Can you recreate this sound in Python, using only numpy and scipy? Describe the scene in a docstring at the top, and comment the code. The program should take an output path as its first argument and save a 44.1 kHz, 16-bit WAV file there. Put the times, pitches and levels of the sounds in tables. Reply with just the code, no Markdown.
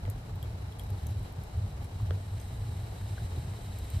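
"""A wood fire burns in the mouth of a stove in a quiet room, heard close up.
From the start the draught surges and booms in the flue, the flames rush softly and gas hisses out.
Small cells of wood snap with bright ticks, most often around the first second; now and then a gas
pocket pops, loudest just after two seconds. Then steam sizzles in a crack and the hiss grows as the
wood heats, until a last flurry of snaps comes near four seconds."""
import sys
import numpy as np
from scipy import signal
from scipy.fft import rfft, irfft
from scipy.io import wavfile
from scipy.ndimage import uniform_filter1d

SR = 44100
rng = np.random.default_rng(int(sys.argv[2]) if len(sys.argv) > 2 else 0)


def unload_audio(sound):
    """Save the sound as a 16-bit wav file, at the path given as the first command line argument."""
    columns = np.transpose(np.atleast_2d(sound))
    # keep every value between -1 and 1, then stretch to whole-number steps
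    steps = np.round(np.clip(columns, -1, 1) * 32767)
    wavfile.write(sys.argv[1], SR, steps.astype(np.int16))


N = 176400  # 4 seconds


# How hard the draught pulls. Each row: time in seconds, level in dB.
DRAUGHT_SURGES = [(0.0, -49), (0.09, -27.5), (0.11, -37.5), (0.26, -46.5), (0.28, -35.5), (0.38, -38),
                  (0.4, -56), (0.43, -36), (0.48, -35.5), (0.5, -47), (0.53, -33.5), (0.59, -52),
                  (0.62, -36.5), (0.73, -45.5), (0.89, -41), (0.92, -31.5), (0.99, -41.5), (1.07, -29.5),
                  (1.26, -40), (1.28, -52), (1.39, -34.5), (1.49, -53), (1.58, -28), (1.66, -31),
                  (1.68, -40), (1.76, -41), (1.79, -38), (1.86, -39), (1.88, -65), (1.96, -29.5),
                  (1.98, -47), (2.02, -28.5), (2.12, -28.5), (2.21, -43), (2.38, -33.5), (2.42, -51),
                  (2.47, -39.5), (2.53, -36), (2.61, -34), (2.8, -38.5), (2.83, -32), (2.88, -44),
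                  (3.12, -35.5), (3.14, -31), (3.17, -41), (3.22, -34.5), (3.35, -35.5), (3.38, -24),
                  (3.39, -27.5), (3.42, -44), (3.46, -33), (3.62, -46), (3.75, -36.5), (3.78, -45),
                  (3.84, -37.5), (3.87, -49), (3.93, -42), (3.95, -24.5), (3.97, -26), (4.0, -34.5)]
# The deep notes of the flue. Each row: pitch in Hz, width in Hz, relative level in dB.
FLUE_NOTES = [(80.4, 17, -10.5), (95.1, 17.4, -0.5), (107.6, 14.4, -6)]
# A deep, nearly steady hum of the room (lowest pitch), beneath the firebox's notes (the rest).
# Each row: pitch in Hz, width in Hz, average level in dB.
ROOM_HUM_AND_FIREBOX = [(42.3, 27, -48), (64.8, 24, -43.5), (127, 19, -56.5), (151, 18, -53),
                        (192, 25.6, -57), (249.3, 28, -63)]
FLUTTER_S, FLUTTER_KEPT = 0.032, 0.55
FOLLOW_SHARE, FOLLOW_HZ = 0.23, 143  # hum and firebox follow a surge only partly, high notes least

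def draught():
    """Swirling air booms in the flue and firebox, surging and fluttering over the room's deep hum."""
    surge_db = curve(DRAUGHT_SURGES)
    boom = sum(undb(db) * resonate(noise(), hz, width) for hz, width, db in FLUE_NOTES)
    flutter = np.sqrt(uniform_filter1d(boom ** 2, int(FLUTTER_S * SR)) + 1e-18)
    steadier_boom = boom / flutter ** (1 - FLUTTER_KEPT)
    rumble = unit(steadier_boom) * undb(surge_db)
    for hz, width, db in ROOM_HUM_AND_FIREBOX:
        swell_db = FOLLOW_SHARE * (surge_db - surge_db.mean()) / (1 + (hz / FOLLOW_HZ) ** 2)
        rumble += undb(db + swell_db) * unit(resonate(noise(), hz, width))
    return rumble


# Snapping wood cells. Each row: start in seconds, relative level in dB, splinter pitch in Hz,
# then the splinter's and the log's level in dB compared with the crack.
WOOD_SNAPS = [(0.0997, -37.5, 12900, -3, -37), (.356, -59, 14000, 5, -24), (0.4275, -46, 12700, 4, 3.5),
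              (0.723, -55, 3460, 6, 1), (0.789, -54, 11000, 9, -15), (0.7956, -38.5, 13400, -9, -2),
              (0.836, -56.5, 12100, 8, -20), (.903, -48.5, 13200, -3, -20), (1.032, -53, 8000, -8, -4),
              (1.068, -40.5, 13100, -5, -20), (1.0690, -55.5, 6350, 8, -20), (1.106, -52, 12500, -2, -20),
              (1.195, -58, 8550, 5, -20), (1.229, -52.5, 8900, -3, -23), (1.325, -52, 13400, -1, -18),
              (1.436, -51, 12000, -1, -16), (1.832, -57, 13500, 0, -2), (1.844, -53.5, 10700, 6.5, -24),
              (2.010, -57, 14400, 3, -25), (2.4, -50, 6360, 1, -5), (2.413, -48, 8500, -2, -13),
              (3.787, -44.5, 13000, 0, -29), (3.844, -51, 11500, -2, -20), (3.9013, -49.5, 8600, 7.5, -17),
              (3.902, -52, 13800, 8, -18), (3.937, -51, 4080, 2, -9.5), (3.951, -52, 11900, -5, -6)]
SNAP_GAIN_DB = -2

def snaps():
    """Each snap is a bright crack that rings a splinter and, usually more faintly, the log."""
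    out = np.zeros((2, N))
    for start, db, hz, splinter_db, log_db in WOOD_SNAPS:
        sound = crack()
        sound += undb(splinter_db) * ring(hz, decay_s=0.0017, spread=0.045)
        sound += undb(log_db) * ring(hz=3270, decay_s=0.0026, spread=0.013)
        add(out, start, sound * undb(db + SNAP_GAIN_DB))
    return out


# The tone of a crack. Each row: frequency in Hz, relative level in dB.
CRACK_TONE = [(1500, -22), (3000, -14), (5500, -19), (8300, -5), (10000, -6), (12000, -5), (13800, -7),
              (15500, -21)]

def crack(rise_s=0.00057, decay_s=0.0012, stereo_width=0.63):
    """Breaking wood gives a burst of bright noise that starts sharply and dies quickly."""
    t = np.arange(1024) / SR
    decay = np.exp(-t / decay_s)
    fade = decay * (1 - np.exp(-t / rise_s))
    mid, side = (unit(colour(rng.standard_normal(t.size), CRACK_TONE) * fade) for _ in range(2))
    return stereo(mid, stereo_width * side) * np.sqrt(np.mean(decay ** 2))


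def ring(hz, decay_s, spread):
    """Wood rings with two fading notes; spread is their gap as a share of the pitch."""
    t = np.arange(1024) / SR
    pair = np.zeros((2, t.size))
    for note_hz in (hz * (1 - spread / 2), hz * (1 + spread / 2)):
        pair += np.sin(2 * np.pi * note_hz * t + ear_phases() + rng.uniform(0, 2 * np.pi))
    fade = np.exp(-t / decay_s)
    return unit(pair * fade) * np.sqrt(np.mean(fade ** 2))


# Popping gas pockets. Each row: start in seconds, relative level in dB, ring pitch in Hz,
# the ring's and the knock's level in dB compared with the burst, left minus right in dB.
GAS_POPS = [(0.0523, -40, 2210, -15, -5, 0), (0.0775, -49.5, 700, 9.5, 7, 5),
            (0.256, -54, 2500, -20, -10, 0), (1.998, -50, 1120, 3.5, -8, 4),
            (2.1078, -33.5, 634, -3.5, 0, 1), (3.013, -51, 1640, -4, -4, 6),
            (3.179, -50.5, 1540, 3.5, -8, 13), (3.536, -47, 1130, -1, -3, 3)]
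POP_GAIN_DB, RING_DELAY_S = 1.5, 0.00109

def pops():
    """A gas pocket bursts; just after, it rings briefly and the hollow among the logs knocks."""
    out = np.zeros((2, N))
    for start, db, hz, ring_db, knock_db, pan_db in GAS_POPS:
        gain = undb(db + POP_GAIN_DB + np.array([[pan_db], [-pan_db]]) / 2)
        add(out, start, gain * burst())
        add(out, start + RING_DELAY_S, gain * undb(ring_db) * ring(hz, decay_s=0.003, spread=0.099))
        add(out, start + RING_DELAY_S, gain * undb(knock_db) * knock())
    return out


# The bite of a pop. Each row: pitch in Hz, time to its peak in seconds, relative level in dB.
BURST_NOTES = [(1490, 0.00024, 1), (3060, 0.00025, -3)]

def burst():
    """The wood splits: one sharp push sounds two notes that die almost at once."""
    t = np.arange(1024) / SR
    out = np.zeros((2, t.size))
    for hz, peak_s, db in BURST_NOTES:
        push = t / peak_s * np.exp(1 - t / peak_s)
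        out += undb(db) * push * np.sin(2 * np.pi * hz * t + ear_phases())
    return out


def knock(hz=461, decay_s=0.0039):
    """The hollow among the logs sounds one short, low note."""
    t = np.arange(4096) / SR
    return np.sin(2 * np.pi * hz * t) * np.exp(-t / decay_s)


# The tone of the flames: what both ears share (mid) and what differs between them (side).
# Each row: frequency in Hz, relative level in dB.
FLAME_MID_TONE = [(100, 1.5), (230, 1), (330, 1.5), (470, 1.5), (545, -2.5), (660, 0.5), (860, -2.5),
                  (1050, -7), (1700, -14), (2600, -21), (5000, -23.5), (15000, -32.5)]
FLAME_SIDE_TONE = [(60, -84), (130, -25), (210, -1.5), (400, 0), (480, -1), (545, -4.5), (720, -7),
                   (860, -0.5), (1050, -6), (1700, -9), (2600, -13.5), (5000, -17.5), (15000, -47)]
# Which way the rush leans. Each row: frequency in Hz, left minus right in dB.
FLAME_LEAN = [(60, -1.5), (250, 2.5), (380, -0.5), (700, 5.5), (1290, 0), (2380, -1.5), (15000, 1.5)]

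def flames(mid_db=-52, side_db=-55.5, flicker_db=1.26, whistle_db=-70):
    """The flames make a soft, wide, flickering rush with a faint whistle in it."""
    mid = unit(colour(noise(), FLAME_MID_TONE)) * undb(mid_db)
    side = unit(colour(noise(), FLAME_SIDE_TONE)) * undb(side_db)
    left, right = stereo(mid, side) * undb(flicker_db * wander(rate_hz=43))
    left = colour(left, [(hz, db / 2) for hz, db in FLAME_LEAN])
    right = colour(right, [(hz, -db / 2) for hz, db in FLAME_LEAN])
    whistle = unit(resonate(noise(), hz=833, width_hz=9)) * undb(whistle_db)
    return np.array([left, right]) + whistle


# How the gas hiss grows. Each row: time in seconds, level in dB.
GAS_LEVEL = [(0, -64), (.6, -64.5), (1.05, -59), (1.3, -63), (1.75, -62.5), (2.4, -60.5), (2.8, -60),
             (3.3, -58), (3.7, -58.5), (4, -56)]
# The tone of the hiss, mid and side. Each row: frequency in Hz, relative level in dB.
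GAS_MID_TONE = [(900, 1.5), (2000, 6.5), (2650, 4), (3050, 7), (3450, 1), (3900, 12), (4500, 2),
                (5700, 0.5), (6100, -8), (7000, -3), (8300, 0), (9900, -8), (10800, -2), (11800, -2),
                (13000, -8.5), (15000, -19)]
GAS_SIDE_TONE = [(900, -42), (2000, -1.5), (3100, 3), (4200, -15.5), (5600, -1), (6400, 3.5), (8000, -1),
                 (8900, 0), (9600, -4), (10200, 7), (11400, -3), (13000, 6.5), (15000, -51)]

def hiss(side_db=-4, flicker_db=1.44):
    """Gas and steam escape through the pores of the wood."""
    mid = unit(colour(noise(), GAS_MID_TONE))
    side = unit(colour(noise(), GAS_SIDE_TONE)) * undb(side_db)
    return stereo(mid, side) * undb(curve(GAS_LEVEL) + flicker_db * wander(rate_hz=24))


# How the steam jet builds. Each row: time in seconds, level in dB.
STEAM_LEVEL = [(0, -81), (1.8, -75), (2.4, -66.5), (3.2, -65.5), (3.7, -66), (4, -63)]
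# The high notes of the jet. Each row: pitch in Hz, width in Hz, relative level in dB.
STEAM_NOTES = [(3030, 300, -13), (3860, 700, -9), (8380, 1400, -8), (11650, 910, -14), (13900, 1300, -27)]

def sizzle(flicker_db=1.5):
    """A jet of steam starts up in a crack of the log; each of its notes sputters on its own."""
    jet = np.zeros(N)
    for hz, width, db in STEAM_NOTES:
        jet += undb(db + flicker_db * wander(rate_hz=30)) * resonate(noise(), hz, width)
    return unit(jet) * undb(curve(STEAM_LEVEL))


def embers(count=40, loudest_db=-58.5, range_db=12):
    """The embers give tiny, faint ticks at random moments."""
    out = np.zeros((2, N))
    for when, weakness in rng.random((count, 2)):
        add(out, when * N / SR, crack() * undb(loudest_db - range_db * weakness))
    return out


def room(x, echo_s=0.12, echo_db=-7):
    """The stove and the walls add a short blur of echoes that fades by 60 dB in echo_s."""
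    t = np.arange(16384) / SR
    tail = rng.standard_normal((2, t.size)) * undb(-60 * t / echo_s)
    tail /= np.sqrt(np.sum(tail ** 2, axis=1, keepdims=True))
    return x + undb(echo_db) * signal.fftconvolve(x, tail, axes=1)[:, :N]


def undb(db):
    """Turn dB into a number to multiply a sound by."""
    return 10 ** (np.asarray(db) / 20)


def unit(x):
    """Scale a sound to an average strength (rms) of 1."""
    return x / np.sqrt(np.mean(x ** 2))


def curve(rows):
    """Join rows of (seconds, value) with straight lines."""
    return np.interp(np.arange(N) / SR, *np.array(rows).T)


def colour(x, points):
    """Shape a sound's tone with rows of (Hz, dB)."""
    hz, db = np.array(points).T
    f = np.fft.rfftfreq(x.shape[-1], 1 / SR) + 1e-3
    gain = undb(np.interp(np.log(f), np.log(hz), db))
    return irfft(rfft(x) * gain, x.shape[-1])


def resonate(x, hz, width_hz):
    """Let through only the sound near one pitch."""
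    f = np.fft.rfftfreq(N, 1 / SR) + 1e-3
    off_pitch = (f * f - hz * hz) / (f * width_hz)
    return irfft(rfft(x) / (1 + off_pitch ** 2), N)


def noise():
    """White noise for the whole scene."""
    return rng.standard_normal(N)


def wander(rate_hz):
    """A smooth random drift of about 1 up or down, mostly slower than rate_hz."""
    f = np.fft.rfftfreq(N, 1 / SR)
    return unit(irfft(rfft(noise()) / (1 + (f / rate_hz) ** 2), N))


def ear_phases(scatter_radians=0.77):
    """Random shifts that make a note arrive a little differently at each ear."""
    return scatter_radians * rng.standard_normal((2, 1))


def stereo(mid, side):
    """Make left and right from what they share and what differs."""
    return np.array([mid + side, mid - side])


def add(out, start, sound):
    """Mix in a short stereo sound at a start time in seconds."""
    i = int(np.clip(start * SR, 0, N - 1))
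    out[:, i:i + sound.shape[1]] += sound[:, :N - i]


def scene():
    """Rumble, rush, hiss and sizzle, with the echoing crackles on top."""
    return draught() + flames() + hiss() + sizzle() + room(snaps() + pops() + embers())


def record(dry, top_hz=15400):
    """A steep filter cuts the highest treble."""
    return signal.sosfilt(signal.ellip(10, .1, 80, top_hz, fs=SR, output="sos"), dry)


dry = scene()
out = record(dry)
unload_audio(out)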